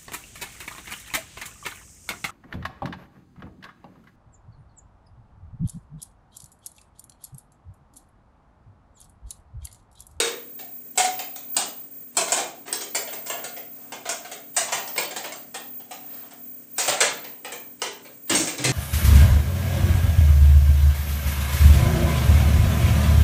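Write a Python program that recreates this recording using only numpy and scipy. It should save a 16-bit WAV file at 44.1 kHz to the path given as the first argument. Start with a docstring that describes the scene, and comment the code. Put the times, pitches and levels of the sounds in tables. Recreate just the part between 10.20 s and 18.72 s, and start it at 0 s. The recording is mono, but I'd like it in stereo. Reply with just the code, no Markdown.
"""A small tiled kitchen: thin metal plates are lifted one by one and dropped back on a hand-held stack,
which is then put down on a steel table. Each impact chatters and excites the bending modes of the top
plate; sliding rims scratch by stick-slip, and heavy landings thud and set the table top booming.
Behind it are room air, a low hum and a very high electrical whine. The two microphone ports
resonate near 7 and 8 kHz."""
import sys
import numpy as np
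from scipy import signal
from scipy.fft import rfft, irfft
from scipy.io import wavfile

SR = 44100
rng = np.random.default_rng(int(sys.argv[2]) if len(sys.argv) > 2 else 0)


def generate_wav(signal):
    """Clip the signal to [-1, 1] and save it as 16-bit WAV at the path in sys.argv[1]."""
    frames = np.transpose(np.atleast_2d(signal))
    scaled = np.clip(frames, -1, 1) * 32767
    pcm = np.round(scaled).astype(np.int16)
    wavfile.write(sys.argv[1], SR, pcm)


N = 375732
SIZE, ATTACK_SIZE = 32768, 1764  # samples in one event and in its attack
AGE, BINS = np.arange(SIZE) / SR, np.fft.rfftfreq(SIZE, 1 / SR)  # an event's t/s and f/Hz

# clear normal modes of each plate or stack: f/Hz, level/dB, nominal T60/s
DEEP_PLATE = [(468, 0, .4), (899, -13, .4), (2160, -11, .35), (6406, -20, .3), (8452, -12, .2)]
WIDE_PLATE = [(738, 0, .39), (1470, -19, .35), (2164, -11, .3), (2735, -20, .3), (7080, -14, .28)]
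SMALL_PLATE = [(727, -4, .45), (974, -3, .28), (1453, -8, .4), (1798, -8, .35), (3285, -1, .38),
               (4010, 0, .42), (5453, -2, .25), (6374, -1, .35)]
STACK = [(667, 5, 0.35), (701, -16, 0.088), (1070, -32, 0.75), (1428, 5.5, 0.47), (2125, 9, 0.44),
         (3300, -26, .35), (6200, 4, 0.31), (7150, -3, 0.2)]
SHALLOW_PLATE = [(550, -33, 0.38), (1660, -18, 0.25), (2184, 6.5, 0.076), (2800, -20, 0.76),
                 (4460, -9, 0.48), (5200, 1, 0.08), (7467, -10, 0.21)]
FULL_STACK = [(515, 2.5, 0.23), (880, -1, 0.91), (2160, 4.5, 0.35), (5140, -11, 0.27), (5330, -11, 0.26),
              (6160, 0, 0.44), (7250, -20, 0.25), (7130, -2, 0.31), (7240, -9, 0.18)]
STACK_ON_TABLE = [(1766, -10, .3), (2183, -6, .4), (2950, -7, .3), (3564, -8, .35), (4440, -4, .3),
                  (5572, 0, .4), (6158, -4, .55), (6530, 1, .3), (8461, -2, .25)]
# what lies on top: from t/s, modes, hollow knock f/Hz, its bandwidth/Hz, relative body level/dB
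ON_TOP = [(0, DEEP_PLATE, 490, 45, -3), (.3, WIDE_PLATE, 760, 80, -3.5), (1.3, SMALL_PLATE, 770, 300, -2),
          (1.9, STACK, 696, 110, 1.5), (2.4, SMALL_PLATE, 440, 110, -3.5), (2.7, STACK, 687, 70, -1),
          (4.45, STACK, 820, 300, -2.5), (4.7, SHALLOW_PLATE, 583, 60, -2),
          (4.85, SHALLOW_PLATE, 710, 116, -2.5), (5.5, WIDE_PLATE, 730, 70, -1.5),
          (6.5, FULL_STACK, 630, 302, -4), (6.65, FULL_STACK, 740, 140, 0.5),
          (6.75, FULL_STACK, 614, 200, -4.5), (7.5, FULL_STACK, 480, 139, -4),
          (8, STACK_ON_TABLE, 560, 140, -6.5)]
# spectral envelope of the dense modes of sheet metal: f/Hz, level/dB
SHEET_SPECTRUM = [(40, -27), (90, -19.5), (130, -9), (250, -3), (390, 1.5), (500, 3), (650, 0.5),
                  (1000, 1.5), (2200, 4), (4500, 1), (7000, 1), (10000, -5.5), (14000, -6)]


def amp(db):
    """Amplitude ratio of a level in decibels."""
    return 10 ** (np.asarray(db) / 20)


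def rms(x):
    """Root mean square."""
    return np.sqrt(np.mean(x ** 2) + 1e-20)


def read(points, hz):
    """Interpolation of a table on a log-frequency axis."""
    f, value = np.transpose(points)
    return np.interp(np.log(hz + 1), np.log(np.sort(f) + 1), value)


def add(mix, s, sound):
    """Superposition: a stereo sound joins the mix at time s."""
    part = mix[:, max(round(s * SR), 0):][:, :sound.shape[1]]
    part += sound[:, :part.shape[1]]


def causal(db):
    """Minimum phase: the response with these gains that rings only after its cause."""
    log_gain = np.log(amp(db))
    return np.exp(np.conj(signal.hilbert(np.r_[log_gain, log_gain[-2:0:-1]])))[:len(db)]


def drift(rate_hz):
    """Low-pass noise: a random wander of unit RMS."""
    wander = irfft(rfft(rng.standard_normal(N)) / (1 + (np.fft.rfftfreq(N, 1 / SR) / rate_hz) ** 4), N)
    return wander / rms(wander)


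def swell(rise_s):
    """Exponential build-up of a vibration."""
    return 1 - np.exp(-AGE / rise_s)


def port_pair(size, alike_hz=520):
    """Diffuse-field noise spectra at two ports: coherent in the bass, unrelated in the treble."""
    common, separate = rfft(rng.standard_normal((2, size)))
    coherence = 1 / (1 + (np.fft.rfftfreq(size, 1 / SR) / alike_hz) ** 2)
    return np.array([common, coherence * common + np.sqrt(1 - coherence ** 2) * separate])


def room_air(level_db=-54):
    """A diffuse field of steady noise whose level flickers slightly."""
    spectrum = [(25, -41), (50, -30), (75, -11), (125, -6.5), (190, -1), (260, -2), (350, -5), (550, -5.5),
                (900, -17), (2000, -15), (4000, -22.5), (7300, -14.5), (12000, -20.5), (15000, -118)]  # f/Hz, relative spectral level/dB
    air = irfft(port_pair(N) * amp(read(spectrum, np.fft.rfftfreq(N, 1 / SR))), N)
    return amp(level_db + drift(27)) * air / rms(air)


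def hum(waver_hz=2, flutter_db=2.0):
    """Low tones under random amplitude and frequency modulation."""
    partials = [(124, -72), (244, -59), (282, -60)]  # f/Hz, level/dB
    out = np.zeros(N)
    for hz, db in partials:
        strength = amp(db + flutter_db * drift(4.1))
        out += strength * np.sin(2 * np.pi * np.cumsum(hz + waver_hz * drift(11.6)) / SR)
    return np.sqrt(2) * out


def whine(hz=15271, gain_db=2.5, hiss_db=-22, hiss_hz=170, flutter_db=2.0, sway_db=3, sway_rad=2):
    """An electrical tone in faint hiss swells and fades as the microphone moves through standing waves."""
    path = [(0, -44, -3), (0.95, -40.5, 16.0), (1.45, -42.5, 8), (2.1, -49.5, 5), (3.15, -39.0, 10),
            (3.75, -49, -2), (4.4, -45.5, 5), (4.8, -40.5, 3), (5.3, -45.5, -2.0), (6.6, -40, 8.0),
            (7.05, -45.5, 7), (8.2, -43.5, -5), (8.5, -42, 2)]  # t/s, relative level/dB, left minus right/dB
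    times, *columns = np.transpose(path)
    db, pan_db = (np.interp(np.arange(N) / SR, times, column) for column in columns)
    tone = np.exp(2j * np.pi * np.cumsum(hz + 5 * drift(20)) / SR)
    ports = []
    for side in (1, -1):
        strength = amp(sway_db * drift(4.3) + flutter_db * drift(50))
        phasor = np.exp(1j * sway_rad * drift(2.87))
        hiss = amp(hiss_db) * (drift(hiss_hz) + 1j * drift(hiss_hz))
        ports.append(amp(gain_db + db + side * pan_db / 2) * np.real(tone * (strength * phasor + hiss)))
    return np.sqrt(2) * np.array(ports)


def kitchen(direct_db=-9, early_db=-6, early_s=0.0084, build_s=0.004, lead_s=.00008):
    """Room transfer function from one spot: direct sound, early tile reflections and a diffuse tail."""
    reverberation = [(120, 0.75), (400, 0.58), (1000, 0.43), (2800, 0.41), (7300, 0.34), (13000, 0.23)]  # f/Hz, T60/s
    hz, t, noise = signal.stft(irfft(port_pair(SIZE)), SR, nperseg=256)
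    decay = amp(-60 * t / read(reverberation, hz)[:, None])
    tail = signal.istft(noise * decay, SR, nperseg=256)[1][:, :SIZE] * swell(build_s)
    early = rng.standard_normal((2, SIZE)) * (rng.random((2, SIZE)) < .04) * np.exp(-AGE / early_s)
    early /= np.linalg.norm(early, axis=1, keepdims=True)
    direct = np.exp(-2j * np.pi * BINS * np.array([[0], [lead_s]]))  # reaches the left port first
    near = amp(early_db) * rfft(early) + amp(direct_db) * direct
    mid_dip = amp(read([(300, -0.073), (2000, -2.0), (8000, -0.22)], BINS))
    return rfft(tail / np.linalg.norm(tail[0])) + near * mid_dip


def blows(hard_db=-28, usual_db=-34, body_per_db=-0.2127):
    """Impact and rebound: in a hard landing the rim grazes, then the plate hits, hops and lands again."""
    # plate contacts: t/s, level/dB, relative treble/dB, relative free ring/dB, chatter time/ms
    contacts = [(0.001, -22, -0.5, -3.5, 2.2), (0.068, -37, -2, 7.5, 8), (0.39, -44.5, -0.5, -1, 1.4),
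                (0.7757, -24, 5, 1, 3.4), (0.799, -28, -3, 9, 0.72), (0.8461, -35.5, 8, 14.5, 2.3),
                (0.9912, -34.5, -1, -7, 1.7), (1.1601, -46, 5.5, -21, 2), (1.3658, -27.5, 6.5, -0.5, 1),
                (1.9687, -25, 6, -16, 2.8), (2.0803, -35.5, 3, 3, 11), (2.1207, -26, 6, -11, 2.2),
                (2.1746, -31, 1.5, -0.5, 16), (2.478, -39.5, -6.5, -12, 2.5), (2.527, -34.5, 9, 2.5, 1.6),
                (2.6086, -38, 4, -5, 3.8), (2.7483, -29, 5.5, -5, 2.7), (2.875, -39.5, -6.5, -3, 2.9),
                (2.9278, -40.5, 1, 0, 4.3), (3.0615, -43, 7, 1, 7.6), (3.099, -31.5, -0.5, -3, 1.5),
                (3.183, -46, -6, -1, 4.3), (3.2403, -37.5, 2, -3, 1.6), (3.3658, -42.5, -3, -4.5, 3.4),
                (3.7208, -37, -2, -7.5, 1.1), (3.8542, -35.5, -6.5, -6, 24), (3.8912, -32, 7, -3, 2.6),
                (4.0478, -41, -4.5, -16, 9), (4.1157, -39, 1.5, -3, 0.53), (4.3649, -25.5, 5.5, -22, 5),
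                (4.483, -36.5, -3.5, -15, 2.7), (4.5218, -25, -1, -3.5, 5.7), (4.6755, -42, 3.5, -19, 1),
                (4.7602, -37, -6, -18, 2), (4.7786, -25.5, -3.5, 2, 6.3), (4.907, -39.5, -0.5, -2, 3.8),
                (4.9619, -33, 1, -20, 1.3), (5.0401, -35.5, -5, -8, 6.7), (5.1214, -43.5, 5, 6, 2),
                (5.3431, -34.5, -1.5, -32.5, 4.2), (5.5983, -53, -4, -16, 3.9), (5.709, -40.5, -1, 1.5, 7),
                (6.1086, -52.5, 1.5, -14, 3.5), (6.5817, -27, 5, -32, 14), (6.678, -23, 0, -9.5, 6.3),
                (6.805, -17, -1.5, -10, 3.8), (7.0424, -41.5, -7.5, -8, 1.6), (7.2465, -34.5, -8, -14, 2.7),
                (7.3204, -36.5, -1, -5.5, 1), (7.618, -27, -2.5, -7, 0.6), (7.85, -46.5, -6, -11, 2),
                (8.0964, -22, -1.5, -22, 27), (8.149, -32, 9.5, 12, 53), (8.272, -31, -1, -1.5, 4),
                (8.381, -32.5, -2, -19, 66), (8.4405, -22, 0.5, -10, 12)]
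    graze_s, graze_db, rebound_s, rebound_db = 0.021, -29, .043, -10.5
    for s, db, bright_db, free_db, chatter_ms in contacts:
        on_top = sum(start <= s for start, *_ in ON_TOP[1:])
        _, _, *knock, body_db = ON_TOP[on_top]
        body_db += body_per_db * (db - usual_db)  # the harder the blow, the smaller its share of body
        landing = [(s - graze_s, db + graze_db), (s + rebound_s, db + rebound_db)] if db > hard_db else []
        for at, level in [(s, db)] + landing:
            yield at, level, body_db, bright_db, free_db, chatter_ms, knock, on_top


def contact(chatter_ms, settle_s=0.00063, bounces_per_s=400, bounce_s=0.0017, touch_s=0.0081):
    """Force envelope of an inelastic impact: the rim touches, the plate settles, tiny bounces die away."""
    bounces = (rng.random(SIZE) < bounces_per_s / SR) * np.minimum(rng.exponential(1, SIZE), 2)
    spikes = signal.lfilter([1], [1, -np.exp(-1 / (SR * bounce_s))], bounces)
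    length_s = settle_s + chatter_ms / 1000
    settling = (1 + amp(6) * spikes) * (.5 + swell(length_s)) * np.exp(-AGE / length_s)
    touch = amp(3) * np.exp(-AGE / touch_s) * settle_s / length_s
    return settling + touch


def sheet_modes(count=340, held_t60=0.035):
    """A thin plate has constant modal density; hand and stack damp these modes quickly. One row each."""
    hz = 300 + (np.arange(count) + rng.random(count)) * 13500 / count
    t60 = held_t60 * 2 ** rng.uniform(-1, 1, count)
    t = AGE[:SIZE // 4]
    return np.sin(2 * np.pi * hz[:, None] * t) * amp(-60 * t / t60[:, None])


def hollow(hz, width_hz=70, lift_db=9, below_db=-5):
    """Resonance of the plate's lowest mode, set by what it lies on; well below it, radiation is weaker."""
    resonance = 1 + amp(lift_db) / (1 + 2j * (BINS - hz) / width_hz)
    return resonance * amp(below_db / (1 + (BINS / (0.6 * hz)) ** 6))


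def ring(modes, split_hz, detune=0.002, twin_db=-7, apart_hz=900):
    """Free vibration: slight asymmetry splits each mode of a plate into a beating pair."""
    out = np.zeros((2, SIZE))
    for hz, db, t60 in modes:
        pitch = hz * (1 + detune * rng.standard_normal())
        beat = split_hz * (.5 + rng.random())
        pair = np.exp(2j * np.pi * pitch * AGE) * (1 + amp(twin_db) * np.exp(2j * np.pi * beat * AGE))
        # high modes reach the ports out of step
        lag = min(hz / apart_hz, np.pi / 2) * rng.choice([-.5, .5]) * np.array([[1], [-1]])
        phase = 2 * np.pi * rng.random() + lag
        envelope = amp(db - 60 * AGE / np.clip(t60, .05, .8))
        out += (np.exp(1j * phase) * pair * envelope).real
    return out / rms(out[:, :ATTACK_SIZE])


def plates(sheet_db=-5, ring_db=-2, body_hz=1100, bright_hz=4500, grip_s=.11, damp_db_per_s=67):
    """Impact excitation: each blow rattles the rims and rings the top plate until fingers damp it."""
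    out, sheet, colour = np.zeros((2, N)), sheet_modes(), causal(read(SHEET_SPECTRUM, BINS))
    spots = [kitchen(direct_db=-6.5, early_db=-1.5, early_s=0.0098, build_s=0.0051) for _ in range(12)]
    fingers = amp(-damp_db_per_s * np.maximum(AGE - grip_s, 0))
    rings = [ring(modes, split_hz=14.1, detune=0.0012, twin_db=-10.5) * swell(0.00058) * fingers
             for _, modes, *_ in ON_TOP]
    low = 1 / (1 + (BINS / body_hz) ** 8)
    high = 1 - 1 / (1 + (BINS / bright_hz) ** 8)
    slow, quick = swell(0.0011), swell(0.000077)  # low modes speak later than high ones
    snap = 1 + np.exp(-AGE / 0.0028)  # the treble is strongest while the rims touch
    for k, (s, db, body_db, bright_db, free_db, chatter_ms, knock, on_top) in enumerate(blows()):
        metal = rng.standard_normal(len(sheet)) @ sheet  # where the rim is hit decides which modes speak
        rattle = rng.standard_normal(SIZE) * contact(chatter_ms)
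        blow = rfft(rattle / np.linalg.norm(rattle))
        blow += amp(sheet_db) * rfft(metal / np.linalg.norm(metal), SIZE)
        heard = blow * colour * hollow(*knock) * spots[k % len(spots)]
        bands = (low, body_db, slow), (1 - low - high, 0, quick), (high, bright_db, snap)
        for band, band_db, onset in bands:
            part = (irfft(heard * band) * onset)[:, :SIZE - ATTACK_SIZE]
            add(out, s, amp(db + band_db) * part / rms(part[:, :ATTACK_SIZE]))
        add(out, s, amp(db + free_db + ring_db) * rings[on_top])
    return out


def slides(slips_per_s=260, slip_s=0.00065, dull_db=-8):
    """Stick-slip friction: a sliding rim is a run of tiny slips, each a scratch on the hollow plate."""
    strokes = [(1.106, 1.402, -59.5), (2.451, 2.5, -41.5), (3.42, 3.88, -55.5), (5.019, 5.125, -43),
               (5.757, 6.185, -50), (6.597, 6.79, -32.5), (8.135, 8.345, -39)]  # rim over rim: start t/s, end t/s, level/dB
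    out = np.zeros((2, N))
    colour = causal(read(SHEET_SPECTRUM, BINS) + read([(1500, 0), (9000, dull_db)], BINS)) * hollow(hz=700)
    for start, end, db in strokes:
        arch = np.sin(np.pi * np.minimum(AGE / (end - start), 1))
        slips = (rng.random(SIZE) < slips_per_s / SR) * rng.exponential(1, SIZE) * arch
        scratch = signal.lfilter([1], [1, -np.exp(-1 / (SR * slip_s))], slips) * rng.standard_normal(SIZE)
        rub = irfft(rfft(scratch) * colour * kitchen())
        add(out, start, amp(db) * rub / rms(rub[:, AGE < end - start]))
    return out


def thuds(push_s=0.02, rise_s=0.013):
    """Momentum transfer: the landing stack sends a dull push into the room, and the table top booms."""
    landings = [(4.54, -50, 5), (6.68, -52, 11.5), (6.839, -41.5, -25), (8.103, -24.5, -22),
                (8.15, -41, -20), (8.391, -34.5, 4), (8.447, -28.5, 7.5), (8.484, -34, 14)]  # t/s, level/dB, relative boom level/dB
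    spectrum = [(40, -21), (90, -24.5), (140, -6), (220, -2.5), (290, 7.5), (380, -5), (550, -8), (900, -4),
                (2000, -58)]  # of the push: f/Hz, level/dB
    table_modes = [(129.3, 4.5, 0.23), (178, -11, 0.46), (267.7, -11.5, 0.18), (402, 5, 0.051)]  # f/Hz, level/dB, T60/s
    out, colour = np.zeros((2, N)), causal(read(spectrum, BINS))
    for s, db, boom_db in landings:
        force = rng.standard_normal(SIZE) * np.exp(-AGE / push_s)
        push = irfft(rfft(force) * colour * kitchen())
        boom = amp(boom_db) * ring(table_modes, split_hz=1) * swell(rise_s)
        add(out, s, amp(db) * (push / rms(push[:, :2 * ATTACK_SIZE]) + boom))
    return out


def scene():
    """Superposition of plates, table and room."""
    return plates() + slides() + thuds() + room_air() + hum()


def record(dry, ceiling=.8, edge_hz=16000):
    """Port resonance colours each channel; the whine joins, then come soft overload and a band limit."""
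    response = [(30, -0.5), (110, -0.5), (5200, -1), (6400, 1.5), (7300, 5.5), (7900, 3), (8250, 9),
                (8470, 9.5), (8650, -1.5), (9000, -2), (12000, -6.5), (14500, -15)]  # mean of both ports: f/Hz, gain/dB
    balance = [(3500, 0.5), (4500, 3), (5600, -2), (6300, -4.5), (6900, 0.5), (7500, -11.5), (7850, -5.5),
               (8400, 32), (9000, 1.5), (10500, 9), (14500, -3)]  # the left port resonates higher: f/Hz, left minus right/dB
    lean_db = np.array([[1], [-1]]) * read(balance, BINS)
    port_db = read(response, BINS) + 10 * np.log10(2 / (1 + amp(-lean_db) ** 2))
    ports = np.array([irfft(causal(db))[:SIZE // 8] for db in port_db])
    heard = signal.oaconvolve(dry, ports, axes=1)[:, :N] + whine()
    saturated = heard / (1 + (heard / ceiling) ** 6) ** (1 / 6)
    lowpass = signal.firwin(255, edge_hz, window=("kaiser", 8), fs=SR)
    return signal.oaconvolve(saturated, lowpass[None], "same")


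dry = scene()
out = record(dry)
generate_wav(out)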